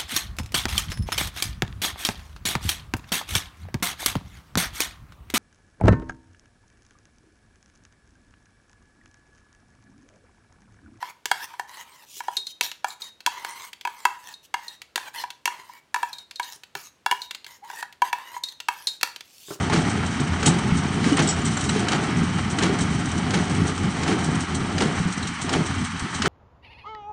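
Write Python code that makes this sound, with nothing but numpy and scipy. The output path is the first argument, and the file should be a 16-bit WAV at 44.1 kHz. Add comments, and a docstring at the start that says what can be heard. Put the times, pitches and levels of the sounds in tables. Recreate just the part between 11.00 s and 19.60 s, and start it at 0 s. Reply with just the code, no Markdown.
"""A small kitchen: a plastic paddle scrapes wet rice from a hand-held ceramic bowl into a rice cooker.
The paddle knocks, rubs and squeaks on the bowl, whose hollow answers near 1 kHz while the hand damps
its wall. Loosened grains hiss over the lip, and a small metal charm clinks in between.
A low thud underlies an early knock; later, clumps of rice and at last the paddle land in the pot."""
import sys
import numpy as np
from scipy import signal
from scipy.fft import rfft, irfft, next_fast_len
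from scipy.io import wavfile
from scipy.ndimage import uniform_filter1d, map_coordinates

SR = 44100
rng = np.random.default_rng(int(sys.argv[2]) if len(sys.argv) > 2 else 0)


def unload_audio(sound):
    """Save the sound as a 16-bit wav file, at the path given as the first command line argument."""
    columns = np.transpose(np.atleast_2d(sound))
    # keep every value between -1 and 1, then stretch to whole-number steps
    steps = np.round(np.clip(columns, -1, 1) * 32767)
    wavfile.write(sys.argv[1], SR, steps.astype(np.int16))


N = 379260
RING_TIME = np.arange(SR // 2) / SR


def amp(db):
    """Decibels to gain."""
    return 10 ** (np.asarray(db) / 20)


def unit(x):
    """Scale to rms 1."""
    return x / np.sqrt(np.mean(x ** 2) + 1e-20)


def unit_hit(x):
    """Scale a hit to rms 1 over its first 15 ms."""
    return x / np.sqrt(np.mean(x[:int(.015 * SR)] ** 2) + 1e-20)


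def along(points, hz):
    """Read a curve of (frequency, value) points on a log frequency axis."""
    f, v = np.transpose(points)
    return np.interp(np.log(hz + 1), np.log(f + 1), v)


def add(track, s, sound):
    """Mix a sound into a track at s seconds."""
    part = track[max(round(s * SR), 0):][:len(sound)]
    part += sound[:len(part)]


def filtered(x, response):
    """Filter x by a response given as a function of frequency."""
    size = next_fast_len(len(x) + SR // 4)
    return irfft(rfft(x, size) * response(np.fft.rfftfreq(size, 1 / SR)), size)[:len(x)]


def coloured(x, spectrum, size=1024):
    """Minimum-phase EQ, so that attacks stay sharp."""
    gain = amp(along(spectrum, np.fft.rfftfreq(size, 1 / SR)))
    cepstrum = irfft(np.log(gain))
    cepstrum[1:size // 2] *= 2
    cepstrum[size // 2 + 1:] = 0
    impulse = irfft(np.exp(rfft(cepstrum)))
    return signal.fftconvolve(x, impulse)[:len(x)]


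def wobble(rate):
    """A smooth random curve, rate knots a second."""
    knots = rng.standard_normal(int(N * rate / SR) + 4)
    return map_coordinates(knots, [np.arange(N) * rate / SR])


def gesture(start, end, attack_s=0.016, release_s=0.023):
    """The samples of one movement, its progress from 0 to 1, and its envelope."""
    t = np.arange(N) / SR
    span = (t >= start) & (t < end)
    t = t[span]
    envelope = np.minimum((t - start) / attack_s, 1) * np.minimum((end - t) / release_s, 1)
    return span, (t - start) / (end - start), envelope


def ring(modes, attack_s, scatter_db, detune):
    """Damped modes of alternating sign; each place of contact shifts their strengths and pitches."""
    hz, db, t60 = np.transpose(modes)[:, :, None]
    t = RING_TIME[:int(1.3 * t60.max() * SR)]
    strength, shift = rng.standard_normal((2, len(modes), 1))
    sign = (-1) ** np.arange(len(modes))[:, None]
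    waves = sign * np.sin(2 * np.pi * hz * (1 + detune * shift) * t)
    decays = amp(db + scatter_db * strength - 60 * t / t60)
    return unit_hit(np.sum(decays * waves, axis=0) * (1 - np.exp(-t / attack_s)))


def focused(modes, centre_hz, octaves):
    """The place of contact favours the modes near one pitch; the rest drop by up to 10 dB."""
    return [(hz, db - min(6 * (np.log2(hz / centre_hz) / octaves) ** 2, 10), t60)
            for hz, db, t60 in modes]


def burst(t60):
    """White noise that dies by 60 dB in t60 seconds."""
    t = RING_TIME[:SR // 10]
    return amp(-60 * t / t60) * rng.standard_normal(len(t))


def clack(hz, t60):
    """A dry, unpitched burst around one frequency."""
    band = [(hz / 4, -26), (hz / 2, -5), (hz, 0), (hz * 1.5, -3), (hz * 3, -26)]
    return unit_hit(coloured(burst(t60), band))


def grains(rate, spread_db, smooth):
    """Tiny random slips of uneven size, rate a second, over a smooth share of noise."""
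    slips = (rng.random(N) < rate / SR) * rng.standard_normal(N)
    slips *= amp(spread_db * rng.standard_normal(N))
    return unit(unit(slips) + smooth * rng.standard_normal(N))


# Room tone spectrum: (frequency [Hz], level [dB])
AIR_EQ = [(20, -33.5), (45, -13), (75, -4), (130, -4), (300, -6), (1000, -10), (3000, -14.5), (8000, -24),
          (16000, -35.5)]


def room_tone():
    """The kitchen's steady air, a bed of dark noise."""
    return unit(coloured(rng.standard_normal(N), AIR_EQ))


# Kitchen reverb time: (frequency [Hz], t60 [s])
KITCHEN_DECAY = [(200, 0.23), (1000, 0.34), (4000, 0.34), (9000, 0.3), (16000, 0.22)]


def kitchen_reverb(x, build_s=0.005):
    """A short, diffuse tail; bowl and arms keep moving, so it differs every quarter second."""
    out, step = np.zeros(N), SR // 4
    for i in range(0, N, step):
        hz, t, noise = signal.stft(rng.standard_normal(SR // 2), SR, nperseg=256)
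        decay = amp(-60 * t / along(KITCHEN_DECAY, hz)[:, None])
        tail = signal.istft(noise * decay, SR, nperseg=256)[1]
        tail *= 1 - np.exp(-np.arange(len(tail)) / SR / build_s)  # builds as more walls are reached
        add(out, i / SR, signal.fftconvolve(x[i:i + step], tail / np.linalg.norm(tail)))
    return out


# Low modes of the cooker pot: (frequency [Hz], level [dB], t60 [s])
POT_MODES = [(149, -4.5, 0.048), (318, -4, 0.05), (401, -2, 0.099), (560, -3.5, 0.027)]
# Dull low thuds: one under an early paddle knock, then clumps and finally the paddle landing
# in the pot: (time [s], level [dB])
LOW_THUDS = [(.316, -49.5), (1.166, -58.5), (1.376, -56), (4.588, -58), (5.559, -63), (5.755, -46.5),
             (6.113, -48.5), (8.482, -45.5), (8.505, -33), (8.522, -39), (8.555, -47), (8.589, -50)]


def low_thuds():
    """A soft, cushioned thud is a dull rustle over the low modes of the pot."""
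    out = np.zeros(N)
    for s, db in LOW_THUDS:
        add(out, s, amp(db - 5.5) * clack(1100, t60=.07))
        add(out, s, amp(db) * ring(POT_MODES, attack_s=.005, scatter_db=1.5, detune=.01))
    return out


# Bright spectrum of wet rice: (frequency [Hz], level [dB])
RICE_EQ = [(100, -20.5), (1500, -22), (3000, 2.5), (4300, -0.5), (6500, 1.5), (9000, -4.5), (13000, -5.5),
           (16000, -9)]


def rice_hiss(slips, patchy_db):
    """A hiss whose colour shifts as the contact wanders over wet grains."""
    spectrogram = signal.stft(coloured(slips, RICE_EQ), nperseg=256)[2]
    patches = uniform_filter1d(rng.standard_normal(spectrogram.shape), size=3, axis=0)
    patches = unit(uniform_filter1d(patches, size=16, axis=1))
    return unit(signal.istft(spectrogram * amp(patchy_db * patches), nperseg=256)[1][:N])


# Loosened rice slides off: (start [s], end [s], final level [dB])
RICE_SLIDES = [(1.054, 1.212, -35), (1.43, 1.53, -41), (3.417, 3.467, -43), (8.23, 8.568, -39)]


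def rice_slides(swell_db=23):
    """Wet grains gather speed over the lip: the hiss swells until the clump is gone."""
    hiss = rice_hiss(grains(rate=2500, spread_db=3, smooth=1), patchy_db=3)
    out = np.zeros(N)
    for start, end, db in RICE_SLIDES:
        span, progress, envelope = gesture(start, end)
        out[span] += envelope * amp(db - swell_db * (1 - progress)) * hiss[span]
    return out


# Snap of a hard contact: (frequency [Hz], level [dB])
SNAP_EQ = [(30, -55), (120, -30), (350, -1.5), (600, -4), (1200, -11.5), (2500, -7), (4400, 6.5),
           (5100, -0.5), (6400, 2.5), (9000, -4.5), (13000, -8.5), (16000, -13.5)]
# Rattle behind the snap: (frequency [Hz], level [dB])
RATTLE_EQ = [(30, -38.5), (150, -27), (350, 0), (600, -8), (1200, -3), (3000, 0), (7000, -2.5),
             (10000, -11), (16000, -31.5)]


def crack(t60, rattle_db, rattle_t60):
    """The bright snap of a hard contact, with its duller rattle between bowl and pot."""
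    snap = coloured(burst(t60), SNAP_EQ)
    rattle = amp(rattle_db) * coloured(burst(rattle_t60), RATTLE_EQ)
    return unit_hit(snap + rattle)


# Modes of the metal charm: (frequency [Hz], level [dB], t60 [s])
CHARM_MODES = [(3770, -2.5, 0.3), (4163, 6, 0.042), (3794, -6.5, 0.062), (4190, -9, .15),
               (4365, -10.5, 0.054), (4860, -11, 0.028), (6100, -9.5, .05), (7170, -21, 0.18),
               (8300, -23, 0.12), (9625, -21, .1), (11800, -31, 0.18), (13180, -32, 0.14)]
# Charm contacts: (time [s], level [dB])
CHARM_HITS = [(1.3683, -28), (1.4685, -38.5), (1.6265, -38), (1.6551, -44), (1.904, -47.5), (2.0192, -40),
              (3.3396, -48), (3.6811, -41.5), (5.1298, -41.5), (5.184, -45), (5.3581, -44), (5.43, -43),
              (6.218, -39), (7.436, -32), (7.486, -42.5), (7.8707, -25.5), (7.8855, -38)]


def charm_clinks():
    """The charm ticks, clatters briefly and rings on at its own pitches."""
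    out = np.zeros(N)
    for s, db in CHARM_HITS:
        tone = ring(CHARM_MODES, attack_s=.0004, scatter_db=1.5, detune=.0002)
        clatter = coloured(clack(4100, t60=.035), [(3000, -20), (3700, 0), (4400, 0), (5400, -16)])
        tick = coloured(crack(t60=0.025, rattle_db=0, rattle_t60=0.066), [(2500, -11), (4400, -3)])
        add(out, s, amp(db + 4.5) * tone)
        add(out, s, amp(db + 4.5) * clatter)
        add(out, s, amp(db + 2) * tick)
    return out


# The paddle's edge half sings: (start [s], end [s], start pitch [Hz], end pitch [Hz], level [dB])
SQUEAK_GLIDES = [(.36, 0.466, 1300, 1920, -38), (4.135, 4.198, 1970, 2100, -41),
                 (4.165, 4.221, 3130, 2890, -39.5), (4.16, 4.24, 4310, 4090, -38),
                 (4.68, 4.85, 2270, 2240, -53.5), (6.61, 6.701, 776, 997, -42),
                 (6.72, 6.894, 1763, 1960, -41), (7.18, 7.367, 3060, 2790, -52)]


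def paddle_squeaks():
    """The edge catches, and nearly regular slips make a rough, gliding tone."""
    out = np.zeros(N)
    flutter = wobble(150) + 1j * wobble(150)
    for start, end, start_hz, end_hz, db in SQUEAK_GLIDES:
        slips = flutter[int(start * SR):int(end * SR)]
        phase = 2 * np.pi * np.cumsum(np.linspace(start_hz, end_hz, len(slips))) / SR
        add(out, start, amp(db) * np.hanning(len(slips)) * np.real(slips * np.exp(1j * phase)))
    return out


# Modes of the ceramic wall: (frequency [Hz], level [dB], t60 [s])
WALL_MODES = [(1268, -1.5, 0.014), (1480, -4.5, 0.023), (1699, 0.5, 0.022), (1806, -13.5, 0.029),
              (2280, -3, 0.022), (2697, -6.5, 0.01), (2685, -2, 0.028), (3246, -2, 0.03)]


def wall_ring(hz):
    """The hand-damped wall rings briefly, favouring the modes near hz."""
    return ring(focused(WALL_MODES, hz, octaves=.6), attack_s=.0008, scatter_db=3, detune=.03)


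# Modes of the bowl's hollow: (frequency [Hz], level [dB], t60 [s])
HOLLOW_MODES = [(384, -20, 0.048), (809, 3, 0.022), (972.4, 0.5, 0.046), (1038, -10.5, 0.023)]


def hollow_ring(place_hz=None):
    """The hollow answers with a softer attack, coloured by the struck place if one is given."""
    modes = HOLLOW_MODES
    if place_hz is not None:
        # higher places lie further from the hand and ring longer
        stretch = (place_hz / HOLLOW_MODES[2][0]) ** 1.8
        modes = [(hz, db, t60 * stretch) for hz, db, t60 in focused(modes, place_hz, octaves=0.23)]
    return ring(modes, attack_s=.0025, scatter_db=1, detune=.008)


# The paddle grazes the rim: (time [s], level [dB])
RIM_GRAZES = [(1.7155, -36.5), (2.205, -47), (2.731, -40.5), (2.811, -43.5), (3.8177, -42), (4.3038, -38),
              (5.3107, -42.5), (5.6348, -44.5), (6.3095, -34.5), (6.348, -36.5), (6.4449, -44),
              (6.465, -43.5), (6.9257, -49.5), (7.6022, -36.5), (8.0112, -37.5), (8.161, -39),
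              (8.2077, -42.5)]


def rim_ticks(hz=2930):
    """A graze on the rim is a dry, high clack that hardly wakes the bowl."""
    out = np.zeros(N)
    for s, db in RIM_GRAZES:
        add(out, s, amp(db) * clack(hz, t60=0.028))
        add(out, s, amp(db - 8) * wall_ring(hz))
        add(out, s, amp(db - 17) * hollow_ring())
        add(out, s, amp(db - 5) * crack(t60=0.028, rattle_db=-12, rattle_t60=0.026))
    return out


# Resonances of the rubbed bowl: (frequency [Hz], width [Hz], level [dB])
RUB_RESONANCES = [(820, 22, -3), (963, 51, 11.5), (1730, 71, -5)]


def bowl_rub(slips, detune=.035):
    """Friction drives the hollow, whose pitch wanders as the paddle moves."""
    def response(f):
        return sum((-1) ** k * amp(db) * 1j * f * width / (hz * hz - f * f + 1j * f * width)
                   for k, (hz, width, db) in enumerate(RUB_RESONANCES))
    rub = unit(filtered(slips, response))
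    return map_coordinates(rub, [np.cumsum(1 + detune * wobble(22))], mode="mirror")


def gap_comb(x, delay_s, echo):
    """Sound bounces between paddle and wall; a changing gap makes the resonances glide."""
    n = np.arange(len(x))
    return unit(sum(echo ** k * np.interp(np.round(n - k * delay_s * SR), n, x) for k in range(4)))


# Midrange chafe of plastic on ceramic: (frequency [Hz], level [dB])
CHAFE_EQ = [(30, -34), (150, -25), (380, -8), (600, -7.5), (1200, -4), (1750, -0.5), (2500, -5),
            (3100, -9.5), (4300, -10.5), (7000, -38)]
# Paddle strokes: (start [s], end [s], level [dB], swell over the stroke [dB], depth [0 lip, 1 bottom])
PADDLE_STROKES = [(0, 0.124, -46, 1, 0.68), (0.314, 0.463, -44.5, 16, 0.51), (.47, 0.65, -58, -19, 0.64),
                  (0.671, 0.84, -47, 4.5, 0.54), (0.836, 1.059, -57, 4, .45), (1.216, 1.39, -55, -2, 0.22),
                  (1.626, 1.717, -46.5, -20, 0.055), (1.86, 1.949, -49, -3, 0.23),
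                  (1.996, 2.106, -52, -6, 0.26), (2.307, 2.704, -45.5, -1, 0.62),
                  (2.873, 3.063, -50.5, 0.5, 0.58), (3.04, 3.351, -54.5, 0.5, 0.54),
                  (3.56, 3.769, -52.5, 5.5, 0.45), (3.968, 4.103, -45.5, 13.5, 0.68),
                  (4.128, 4.242, -41, 8, 0.37), (4.47, 4.805, -52, -12, 0.65),
                  (4.952, 5.24, -52.5, -12, 0.6), (5.412, 5.575, -53, -8, 0.18),
                  (5.758, 5.905, -55, -17, 0.067), (6.11, 6.277, -54.5, -10, 0.26),
                  (6.466, 6.592, -55.5, -10, 0.32), (6.631, 6.823, -47.5, 8.5, 0.58),
                  (7.036, 7.11, -40, -4, 0.56), (7.134, 7.397, -48.5, 1.5, 0.7),
                  (7.44, 7.55, -59.5, -1, 0.19), (7.707, 7.976, -55.5, -7.5, 0.22),
                  (8.036, 8.15, -52.5, -17, 0.5)]


def paddle_scrapes(lift_per_s=1.5):
    """The edge sticks and slips up towards the lip: the hollow gives way to the hiss of wet grains."""
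    grit = amp(-4) * grains(rate=110, spread_db=1.5, smooth=0)  # single grains pop from under the edge
    rub = bowl_rub(grains(rate=1100, spread_db=0, smooth=0.42) + grit)
    chafe = unit(coloured(grains(rate=1500, spread_db=4.5, smooth=1) + grit, CHAFE_EQ))
    hiss = rice_hiss(grains(rate=2300, spread_db=-0.5, smooth=2.5) + grit, patchy_db=5)
    out = np.zeros(N)
    for start, end, db, swell_db, depth in PADDLE_STROKES:
        span, progress, envelope = gesture(start, end)
        travel = progress - .5
        below_half = depth - .5 - lift_per_s * (end - start) * travel
        gap, turn = rng.standard_normal(2)
        delay_s = .00105 * np.exp(.1 * gap + (.08 + .2 * turn) * travel)
        friction = gap_comb(chafe[span], delay_s, echo=.7)
        body = amp(-2.94 + 14.5 * below_half) * rub[span]
        sizzle = amp(-0.6 - 18 * below_half) * hiss[span]
        out[span] += envelope * amp(db + swell_db * travel) * (body + friction + sizzle)
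    pressure_db, judder_db = 1.2 * wobble(14), 1.5 * wobble(60)
    return out * amp(pressure_db + judder_db)


# Paddle hits: (time [s], level [dB], edge [0 cushioned face, 1 bare edge], pitch of the place [Hz])
PADDLE_HITS = [(0.0264, -24.5, 0.3, 920), (0.2565, -25, 1, 880), (.3142, -12.5, 0.57, 810),
               (0.5368, -37.5, 0.27, 1000), (0.5957, -22.5, 0.44, 864), (1.2042, -27, .35, 945),
               (1.2828, -23, 0.09, 867), (1.61, -18.5, 0.92, 1000), (1.8444, -18, 0.4, 826),
               (2.2626, -18.5, 0.89, 1030), (2.2717, -20.5, 0.04, 1040), (2.4476, -27, 0.73, 800),
               (2.8509, -20.5, 0.36, 1086), (2.873, -23, 0.33, 1000), (3.0526, -9.5, 0.39, 1020),
               (3.541, -18, 0.46, 970), (3.9582, -21.5, 0.94, 974), (3.9771, -25, 0.61, 830),
               (4.2375, -24.5, 0.26, 940), (4.456, -19, 0.86, 960), (4.476, -18.5, 0.41, 1030),
               (4.6949, -42.5, 0, 1014), (4.9434, -17, 0.54, 990), (4.9606, -21, 0.32, 1020),
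               (5.0297, -17.5, 0.3, 970), (5.3971, -20.5, 0.43, 954), (5.752, -27, 0.72, 850),
               (6.0617, -15, 0.49, 910), (6.1125, -14.5, 0.55, 1020), (6.1225, -18.5, 0.23, 1036),
               (6.7, -31, 0.42, 910), (6.8268, -25.5, 0.56, 880), (7.0192, -12.5, 0.21, 1050),
               (7.129, -17, 0.41, 960), (7.3644, -31, 0.035, 1010), (7.6854, -15, 0.49, 950),
               (8.031, -16.5, 0.95, 830)]


def paddle_knocks():
    """A hit is hollow, wall and crack; the flat face favours the hollow, the bare edge the other two."""
    out = np.zeros(N)
    for s, db, edge, place_hz in PADDLE_HITS:
        hollow = hollow_ring(place_hz)
        wall_hz = place_hz * (1.52 + 0.88 * edge)
        ringing = wall_ring(wall_hz)
        clacking = amp(-6.5) * clack(wall_hz, t60=0.011)[:len(ringing)]
        dryness = np.clip(edge ** 3, .1, .9)  # the edge makes the wall clack more than ring
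        wall = np.sqrt(1 - dryness) * ringing + np.sqrt(dryness) * clacking
        snap = crack(t60=0.022, rattle_db=-14, rattle_t60=0.068)
        add(out, s, amp(db + .5 - 15.5 * edge) * hollow)
        add(out, s, amp(db - 15 + 15.5 * edge) * wall)
        add(out, s, amp(db - 28.5 + 25 * edge) * snap)
    return out


def scene():
    """Mono mix: bowl, charm and pot up close, with reverb and faint room tone behind them."""
    hits = paddle_knocks() + rim_ticks() + charm_clinks() + low_thuds()
    near = hits + paddle_scrapes() + rice_slides() + paddle_squeaks()
    air = amp(-64.5) * room_tone()
    return (near + amp(-12.5) * kitchen_reverb(near) + air)[None]


def record(dry, low_cut_hz=38, high_cut_hz=16000):
    """Roll off the deepest bass and cut the extreme top steeply."""
    passed = signal.sosfilt(signal.butter(2, low_cut_hz, "highpass", fs=SR, output="sos"), dry)
    return np.array([filtered(x, lambda hz: 1 / (1 + (hz / high_cut_hz) ** 120)) for x in passed])


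dry = scene()
out = record(dry)
unload_audio(out)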